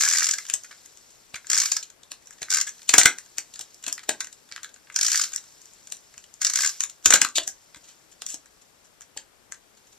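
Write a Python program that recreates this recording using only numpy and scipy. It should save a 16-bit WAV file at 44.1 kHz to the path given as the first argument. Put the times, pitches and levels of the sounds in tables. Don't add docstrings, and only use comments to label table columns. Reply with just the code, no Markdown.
import sys
import numpy as np
from scipy import signal
from scipy.fft import rfft, irfft, next_fast_len
from scipy.io import wavfile
from scipy.ndimage import uniform_filter1d

SR = 44100
rng = np.random.default_rng(int(sys.argv[2]) if len(sys.argv) > 2 else 0)


def gain_from_db(level_db):
    decades = np.asarray(level_db, float) / 20
    return 10 ** decades


def materialize(psi):
    bounded = np.clip(np.atleast_2d(psi).T, -1, 1)
    quanta = np.round(bounded * 32767).astype(np.int16)
    wavfile.write(sys.argv[1], SR, quanta)


N = 440118


def unit(x):
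    return x / np.sqrt(np.mean(x ** 2) + 1e-20)


def along(points, hz):
    f, v = np.transpose(points)
    return np.interp(np.log(hz + 1), np.log(f + 1), v)


def causal(gain):
    cepstrum = irfft(np.log(gain + 1e-6))
    half = cepstrum.shape[-1] // 2
    cepstrum[..., 1:half] *= 2
    cepstrum[..., half + 1:] = 0
    return np.exp(rfft(cepstrum))


def filtered(x, response, even=False):
    size = 2 * next_fast_len(N // 2 + SR // 8)
    h = response(np.fft.rfftfreq(size, 1 / SR))
    if even:
        h = h / np.sqrt(np.mean(abs(h) ** 2))
    return irfft(rfft(x, size) * h, size)[..., :N]


def slips(spiky_db, clump, patchy_db):
    z = signal.stft(rng.standard_normal((2, N + 256)), nperseg=128)[2]
    patches = uniform_filter1d(rng.standard_normal(z.shape[1:]), size=2, axis=0)
    patches = uniform_filter1d(patches, size=6, axis=1)
    pair = signal.istft(z * gain_from_db(patchy_db * unit(patches)), nperseg=128)[1][:, :N]
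    size = unit(uniform_filter1d(rng.standard_normal(N), size=clump))
    return unit(gain_from_db(spiky_db * size) * pair)


def contacts(times, levels_db, ms, rise, fall, creep_db):
    early = SR // 40
    force = np.zeros((levels_db.shape[1], N + SR))
    t = np.arange(-early, SR // 8) / SR
    lives = np.clip(ms, .3, 60) / 1000
    for s, db, life in zip(times, levels_db, lives):
        onset = 1 - np.exp(-np.clip(t, 0, 1) / (rise * life))
        shape = onset * np.exp(-(t / (fall * life)) ** 2)
        shape += gain_from_db(creep_db) * np.exp(-abs(t) / 0.0052)
        start = max(round((s - rise * life) * SR), 0)
        force[:, start:start + len(t)] += gain_from_db(db)[:, None] * shape
    return force[:, early:early + N]


def hiss():
    # (frequency [Hz], level [dB])
    noise_colour = [(15, -46.5), (25, 0), (392, -2), (485, -2.5), (1870, -7), (6850, -12), (7420, -11),
                    (14000, -16.5)]
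    # (frequency [Hz], left minus right [dB])
    noise_balance = [(60, 2.5), (180, 5.3), (550, 12), (1640, 9.4), (4950, 3.5), (14900, 2.5)]

    def colour(hz):
        return gain_from_db(along(noise_colour, hz) + np.outer([.5, -.5], along(noise_balance, hz)))

    return gain_from_db(-59) * filtered(rng.standard_normal((2, N)), colour, even=True)


def slide():
    # (time [s], rub level [dB])
    rubbing = [(0.0, -26.5), (0.11, -33.5), (0.61, -54), (1.42, -60.5), (1.66, -32), (1.94, -69),
               (2.64, -55), (4.97, -63.5), (5.14, -28), (5.39, -55), (6.42, -62.5), (6.61, -30),
               (6.89, -61), (7.34, -69.5), (7.53, -61), (9.53, -70), (9.98, -63.5)]
    # (frequency [Hz], level [dB])
    rub_colour = [(600, -34.5), (1600, -11.5), (3000, -10.5), (5500, -0.5), (7500, 0), (9200, -12.5),
                  (14000, -14.5)]
    s, db = np.transpose(rubbing)
    swell = gain_from_db(np.interp(np.arange(N) / SR, s, db) + 2)
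    grains = swell * slips(spiky_db=-1.0, clump=150, patchy_db=2.5)
    return filtered(grains, lambda hz: gain_from_db(along(rub_colour, hz)), even=True)


def snap(force, part=lambda hz: 1):
    # (frequency [Hz], level [dB])
    snap_colour = [(1800, -36.5), (2600, -13.5), (3530, -12), (4300, -7), (5900, 2.5), (7300, 2),
                   (9250, -13.5), (10400, -16), (14000, -23.5)]
    return filtered(force, lambda hz: causal(gain_from_db(along(snap_colour, hz)) * part(hz)), even=True)


def case(force):
    # (frequency [Hz], width [Hz], level [dB])
    modes = [(1210, 320, -10), (1587, 140, 0.5), (1957, 310, -4), (2274, 250, -5.5)]

    def ring(f):
        total = 0
        for k, (centre, width, db) in enumerate(modes):
            damping = 1j * f * width
            total = total + (-1) ** k * gain_from_db(db) * damping / (centre * centre - f * f + damping)
        return total

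    return filtered(force, ring, even=True)


def desk(force):
    # (frequency [Hz], level [dB])
    desk_colour = [(100, -24.5), (300, -0.5), (420, -8), (560, -3), (900, -3), (1500, -22)]
    return filtered(force, lambda hz: causal(gain_from_db(along(desk_colour, hz))), even=True)


def runner():
    # (time [s], snap level [dB], case level [dB])
    teeth = [(0.008, -11.5, -23.5), (0.022, -16, -25.5), (0.035, -11.5, -21), (0.05, -14, -31),
             (0.062, -16.0, -23), (0.076, -19, -23.5), (0.086, -10, -39.5), (0.1, -16, -42),
             (0.112, -14.5, -27), (0.125, -16.0, -33), (0.135, -12, -24), (0.148, -19.5, -28.5),
             (0.157, -11.5, -24.5), (0.171, -12.5, -34), (0.184, -11, -25), (0.195, -17, -35.5),
             (0.206, -14, -26.5), (0.22, -23, -21), (0.23, -13.5, -41), (0.243, -15, -35),
             (0.256, -17.5, -39), (0.268, -13.5, -27), (0.288, -13, -26.0), (0.31, -12, -44.5),
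             (0.323, -34.5, -44), (0.336, -13.5, -28.5), (0.384, -21, -30.5), (1.5, -11.5, -25),
             (1.515, -13, -30), (1.531, -13.5, -25), (1.544, -14.5, -33.5), (1.555, -16.0, -32.5),
             (1.566, -19, -28.5), (1.576, -9, -26), (1.584, -14.5, -26.5), (1.601, -12.0, -29.5),
             (1.617, -12.5, -25), (1.634, -14.5, -28.0), (1.657, -16, -31.5), (1.717, -12, -33),
             (1.766, -13.5, -29.0), (2.504, -12, -31.0), (2.515, -16.5, -28), (2.524, -18, -31),
             (2.537, -11, -29.5), (2.545, -11.5, -30.5), (2.558, -20, -31.5), (2.57, -13, -26),
             (2.584, -20, -28), (2.601, -20.5, -40.5), (2.612, -11, -25.5), (4.961, -12.5, -29),
             (4.988, -15, -30), (5.011, -12.5, -33), (5.03, -11.5, -32), (5.048, -13.5, -32.0),
             (5.065, -9.5, -34.5), (5.081, -13, -25), (5.1, -18, -38.0), (5.117, -14, -33),
             (5.129, -15, -30.5), (5.144, -24, -26.5), (5.157, -12.5, -35), (5.175, -12, -34),
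             (5.195, -15.5, -26.5), (5.214, -11.5, -32.5), (5.237, -14, -28), (6.417, -13, -24.5),
             (6.428, -19.5, -34), (6.447, -11.5, -31), (6.468, -12.5, -26.5), (6.498, -12.5, -29),
             (6.536, -14.5, -30.5), (6.557, -13, -30.5), (6.572, -17.0, -29.5), (6.588, -14.5, -22),
             (6.606, -15.5, -32), (6.619, -14, -31), (6.634, -17, -22.5), (6.647, -14.5, -28),
             (6.661, -14, -30), (6.674, -16.0, -33.5), (6.693, -20, -41)]
    rows = np.array(teeth)
    life_ms = 5.35 * gain_from_db(rng.normal(0, 1.0, len(rows)))
    bright, hollow = contacts(rows[:, 0], rows[:, 1:], life_ms, rise=.15, fall=0.98, creep_db=-18)
    chatter = slips(spiky_db=4, clump=14, patchy_db=2.0)
    snaps = gain_from_db(-2.0) * snap(bright * chatter)
    rings = gain_from_db(-0.5) * case(hollow * chatter)
    shakes = gain_from_db(-31.5) * desk(hollow * chatter)
    return snaps + rings + shakes


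def strip():
    # (time [s], crisp level [dB], full level [dB], hollow level [dB], contact [ms])
    between_swipes = [(0.452, -42.5, -46, -50.0, 5.2), (0.466, -36.5, -49, -55.0, 2.3),
                      (0.485, -38, -51, -49, 10), (0.499, -19, -22, -32, 1.4),
                      (0.538, -11, -26.5, -34.5, 3.9), (0.636, -28, -48, -56, 1.0),
                      (0.645, -41.5, -46.5, -39.5, 7.5), (0.711, -46, -43.0, -38.5, 8.7),
                      (0.727, -46, -47.0, -40, 2.3), (0.859, -34, -47, -55.0, 2.7),
                      (0.973, -40.5, -47.0, -59.0, 2), (1.105, -48, -59, -71.0, 8.3),
                      (1.343, -32.5, -29, -30.5, 3.9), (1.357, -34, -39.5, -39.5, 10.0),
                      (1.445, -55, -62, -49, 2.6), (1.469, -35, -43, -41, 2.0),
                      (1.828, -32.5, -38.5, -56.5, 9.4), (1.901, -43, -50, -56.0, 4.0),
                      (2.033, -40.5, -45.0, -56, 2.7), (2.117, -21, -24.5, -44.5, 2.5),
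                      (2.223, -51, -62.0, -65, 3.0), (2.259, -41, -64, -63.0, 1.0),
                      (2.272, -39, -48, -53.0, 3.0), (2.308, -33, -50, -38, 0.71),
                      (2.328, -46, -54, -58, 8.6), (2.384, -47.0, -53.0, -56.0, 3.0),
                      (2.418, -28, -35, -36, 4.9), (2.429, -24.5, -27, -36, 3.3),
                      (2.484, -43, -46, -32, 1.3), (2.67, -31.5, -41, -43.5, 20),
                      (2.692, -29, -37, -51, 2.4), (2.748, -52.5, -59, -69, 10),
                      (2.781, -48, -53, -60, 5.2), (2.793, -46.5, -52.0, -51, 2.1),
                      (2.818, -47, -44, -53, 4.0), (2.83, -41, -54.0, -58, 2.5),
                      (2.892, -9.0, -13.0, -22, 4.7), (2.938, -2.5, -9, -11.5, 4.04),
                      (2.982, 0, -7.5, -14.5, 3.4), (3.013, -21, -24.0, -19.5, 5.6),
                      (3.033, -16, -20.5, -28, 3.1), (3.057, 0, -6, -4.5, 3.06),
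                      (3.185, -24.5, -31, -30.5, 1.4), (3.261, -43.5, -49, -59.0, 4.0),
                      (3.372, -41.5, -50, -52, 1.0), (3.383, -14.5, -17.5, -24, 1.3),
                      (3.538, -38.5, -44, -61.0, 6.0), (3.557, -40.5, -45.0, -50, 7.6),
                      (3.593, -21.5, -27, -43, 0.93), (3.61, -26.5, -35.5, -45, 5.5),
                      (3.745, -29, -55, -60, 0.82), (3.827, -41, -49.0, -56.0, 2.3),
                      (3.839, -32.5, -36.5, -44, 6.1), (3.865, -22.5, -24.5, -36.5, 3.2),
                      (3.88, -22.5, -30.5, -34.5, 5.7), (3.897, -32, -35.0, -39, 2.5),
                      (3.927, -16.5, -33, -41, 1.5), (3.979, -38.5, -38, -34, 2.6),
                      (3.993, -37.5, -32, -29, 1.2), (4.033, -45.5, -47.5, -47, 12),
                      (4.092, -14.0, -17.5, -25.0, 3.7), (4.206, -22.5, -28, -33, 6.7),
                      (4.245, -27.5, -35, -36, 1.8), (4.27, -38, -46.0, -52, 4.4),
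                      (4.327, -34.5, -41.5, -57, 4.7), (4.49, -52, -54.0, -62, 5.4),
                      (4.514, -42, -36, -34, 2.0), (4.523, -30.5, -29, -34.5, 0.93),
                      (4.562, -28, -27, -30, 0.85), (4.578, -48, -42, -44, 3.0),
                      (4.632, -34, -37.5, -42, 4.0), (4.645, -22.5, -27, -23, 1.1),
                      (4.692, -46, -47, -55, 4.0), (4.741, -44, -51, -61.0, 5.0),
                      (4.761, -52.5, -49.5, -49, 3.3), (4.871, -62, -53, -49.0, 5.0),
                      (4.9, -41, -40, -35.5, 1.1), (4.923, -48, -53.0, -55.0, 9.3),
                      (4.943, -36.5, -45, -51.0, 2.8), (5.32, -37.0, -36, -40, 2.0),
                      (5.333, -33.5, -41, -46, 10), (5.347, -22.5, -41, -44, 0.83),
                      (5.361, -12, -33, -35, 1.3), (5.378, -34, -40, -43.5, 5.5), (5.439, -47, -55, -57, 5),
                      (5.506, -47.5, -61.0, -69, 1.6), (5.617, -38, -56, -61.0, 1.0),
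                      (5.656, -35.5, -49, -61.0, 2.0), (5.735, -38, -53, -71.0, 0.87),
                      (5.872, -37.5, -46, -53, 4.0), (5.901, -40, -67, -67.0, 2.7),
                      (5.922, -19, -31, -41.5, 2.3), (5.968, -42.5, -63, -70, 3.0),
                      (6.14, -45.5, -50.0, -52, 3.4), (6.179, -34, -40.5, -49.5, 2.0),
                      (6.241, -41, -42.5, -56, 2.3), (6.34, -36, -56.0, -64, 0.66)]
    # (time [s], crisp level [dB], full level [dB], hollow level [dB], contact [ms])
    placing = [(6.806, -15.5, -25.5, -32, 3.1), (6.836, -19, -30, -36.5, 3.5), (6.897, -32, -41, -50, 4.3),
               (7.026, -46.0, -58.0, -67.0, 2.0), (7.046, -34.5, -47, -46.0, 1.3),
               (7.058, -3.5, -9.5, -17.5, 4.2), (7.105, -8.5, -16, -18, 5.9),
               (7.124, -10.5, -12, -8.5, 2.9), (7.137, -1.0, -8.0, -21, 5.8),
               (7.157, -14.5, -19.0, -16.5, 4.3), (7.216, -8.5, -12.5, -16.5, 3.1),
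               (7.248, -15.5, -17.5, -15, 3.2), (7.287, -32, -41.0, -46, 3.0), (7.358, -20, -23, -50, 21),
               (7.383, -11, -12, -24, 0.83), (7.432, -36.5, -40.0, -53, 13.0),
               (7.477, -10.5, -25.5, -32, 1.04), (7.746, -40.0, -43.5, -41.5, 3.3),
               (7.76, -40, -43, -47, 2.3), (7.769, -42.5, -52.0, -57, 6.0), (7.839, -53, -55.5, -65, 33),
               (7.882, -49.5, -55, -67, 46), (8.117, -50.5, -59, -70, 19), (8.22, -22, -23, -34.5, 1.2),
               (8.264, -21.5, -30.5, -41, 2.9), (8.289, -35, -45.5, -58, 60),
               (8.343, -20, -25.5, -42.5, 1.1), (8.458, -45, -54, -55, 3.8),
               (8.617, -52.5, -61.5, -71.0, 15), (8.846, -54.5, -65.0, -70.5, 22),
               (9.008, -38.5, -46, -52, 2.2), (9.018, -42.5, -51.5, -52, 7),
               (9.173, -27.5, -29.5, -40, 4.2), (9.522, -28, -37.0, -30, 1.2),
               (9.543, -46, -49.0, -52, 5.5), (9.772, -56, -57, -72.5, 13), (9.87, -53.5, -59.0, -70, 9.6),
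               (9.923, -56, -60.5, -71.5, 17)]
    rows = np.array(between_swipes + placing)
    crisp, full, hollow = contacts(rows[:, 0], rows[:, 1:4], rows[:, 4], rise=.2, fall=0.94, creep_db=-22.5)
    crackle = slips(spiky_db=4.0, clump=10, patchy_db=3.5)

    def upper(hz):
        return 1 / (1 + (4800 / (hz + 1)) ** 8)

    snaps = snap(crisp * crackle, upper) + snap(full * crackle, lambda hz: 1 - upper(hz))
    return gain_from_db(3.5) * snaps + gain_from_db(3.0) * case(hollow * crackle)


def knocks():
    # (time [s], knock level [dB], thump level [dB])
    landings = [(.538, -48, -75), (1.339, -49, -51), (2.03, -61, -71), (2.116, -49, -70), (2.417, -45, -54),
                (2.894, -37.5, -55), (2.939, -24.5, -42), (2.98, -21.5, -41), (3.033, -38, -55),
                (3.054, -29, -38), (3.382, -44.5, -77), (3.599, -52.5, -63), (3.873, -40.5, -73),
                (4.09, -27, -52), (4.519, -63, -66), (5.922, -53, -72), (6.174, -63, -64),
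                (7.058, -35.5, -56.5), (7.104, -29, -50), (7.136, -23.5, -49), (7.222, -33.5, -59),
                (7.38, -31, -63), (7.476, -45, -68), (7.765, -55.5, -57), (8.219, -48, -72),
                (8.341, -47.5, -72), (9.165, -44.5, -67), (9.499, -61.5, -65)]
    rows = np.array(landings)
    knock, = contacts(rows[:, 0], rows[:, 1:2], np.full(len(rows), 7.), rise=.15, fall=0.98, creep_db=-29)
    push = np.zeros(N)
    push[(rows[:, 0] * SR).astype(int)] = gain_from_db(rows[:, 2] + 27)

    def stand(f):
        sway = 1j * f * 30 / (62 ** 2 - f * f + 1j * f * 30)
        flex = 1j * f * 60 / (180 ** 2 - f * f + 1j * f * 60)
        return sway - .8 * flex

    airborne = gain_from_db(3.5) * desk(knock * rng.standard_normal((2, N)))
    return airborne, filtered(push, stand, even=True)


def room(pair, count=4):
    # (frequency [Hz], time to fall 60 dB [s])
    decay = [(200, 0.27), (1500, 0.17), (6000, 0.16), (13000, 0.12)]
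    place = (np.arange(N) * 7 // SR) % count
    echo = 0
    for k in range(count):
        hz, t, z = signal.stft(rng.standard_normal((2, SR // 4)), SR, nperseg=128)
        fade = gain_from_db(-60 * t / along(decay, hz)[:, None])
        tail = signal.istft(z * fade, SR, nperseg=128)[1]
        tail = tail / np.linalg.norm(tail[0])
        echo = echo + signal.oaconvolve(pair * (place == k), tail, axes=1)[:, :N]
    return np.pad(echo, ((0, 0), (60, 0)))[:, :N]


def ports(pair):
    # (frequency [Hz], left minus right [dB])
    port_balance = [(300, 0), (2700, 1), (4500, 1), (6000, -6.5), (7200, 13), (9300, 10), (10300, 14.5),
                    (14500, 18)]
    # (frequency [Hz], share [0-1])
    separate = [(300, .06), (2000, 0.02), (4500, 0.09), (7000, 0.2), (12000, 1)]

    def split(hz):
        turn = np.arcsin(np.sqrt(np.clip(along(separate, hz), 0, .5)))
        return np.array([np.cos(turn), np.sin(turn)])

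    def resonance(hz):
        facing = gain_from_db(np.outer([.5, -.5], along(port_balance, hz)))
        return causal(facing / np.sqrt(np.mean(facing ** 2, 0)))

    mid, side = filtered(pair, split)
    return filtered(np.array([mid + side, mid - side]), resonance)


def scene():
    knock, thump = knocks()
    near = runner() + strip() + knock
    return ports(near + gain_from_db(-5.5) * room(near) + slide()) + thump + hiss()


def band_limit(x):
    return signal.sosfilt(signal.butter(12, 15530, fs=SR, output="sos"), x)


def record(dry):
    top_hz = 14250
    ceiling, hardness = 1.02, 8
    kept = filtered(dry, lambda hz: np.where(hz < top_hz, 1, gain_from_db(-37.5)))
    clipped = kept / (1 + abs(kept / ceiling) ** hardness) ** (1 / hardness)
    return band_limit(clipped)


dry = scene()
out = record(dry)
materialize(out)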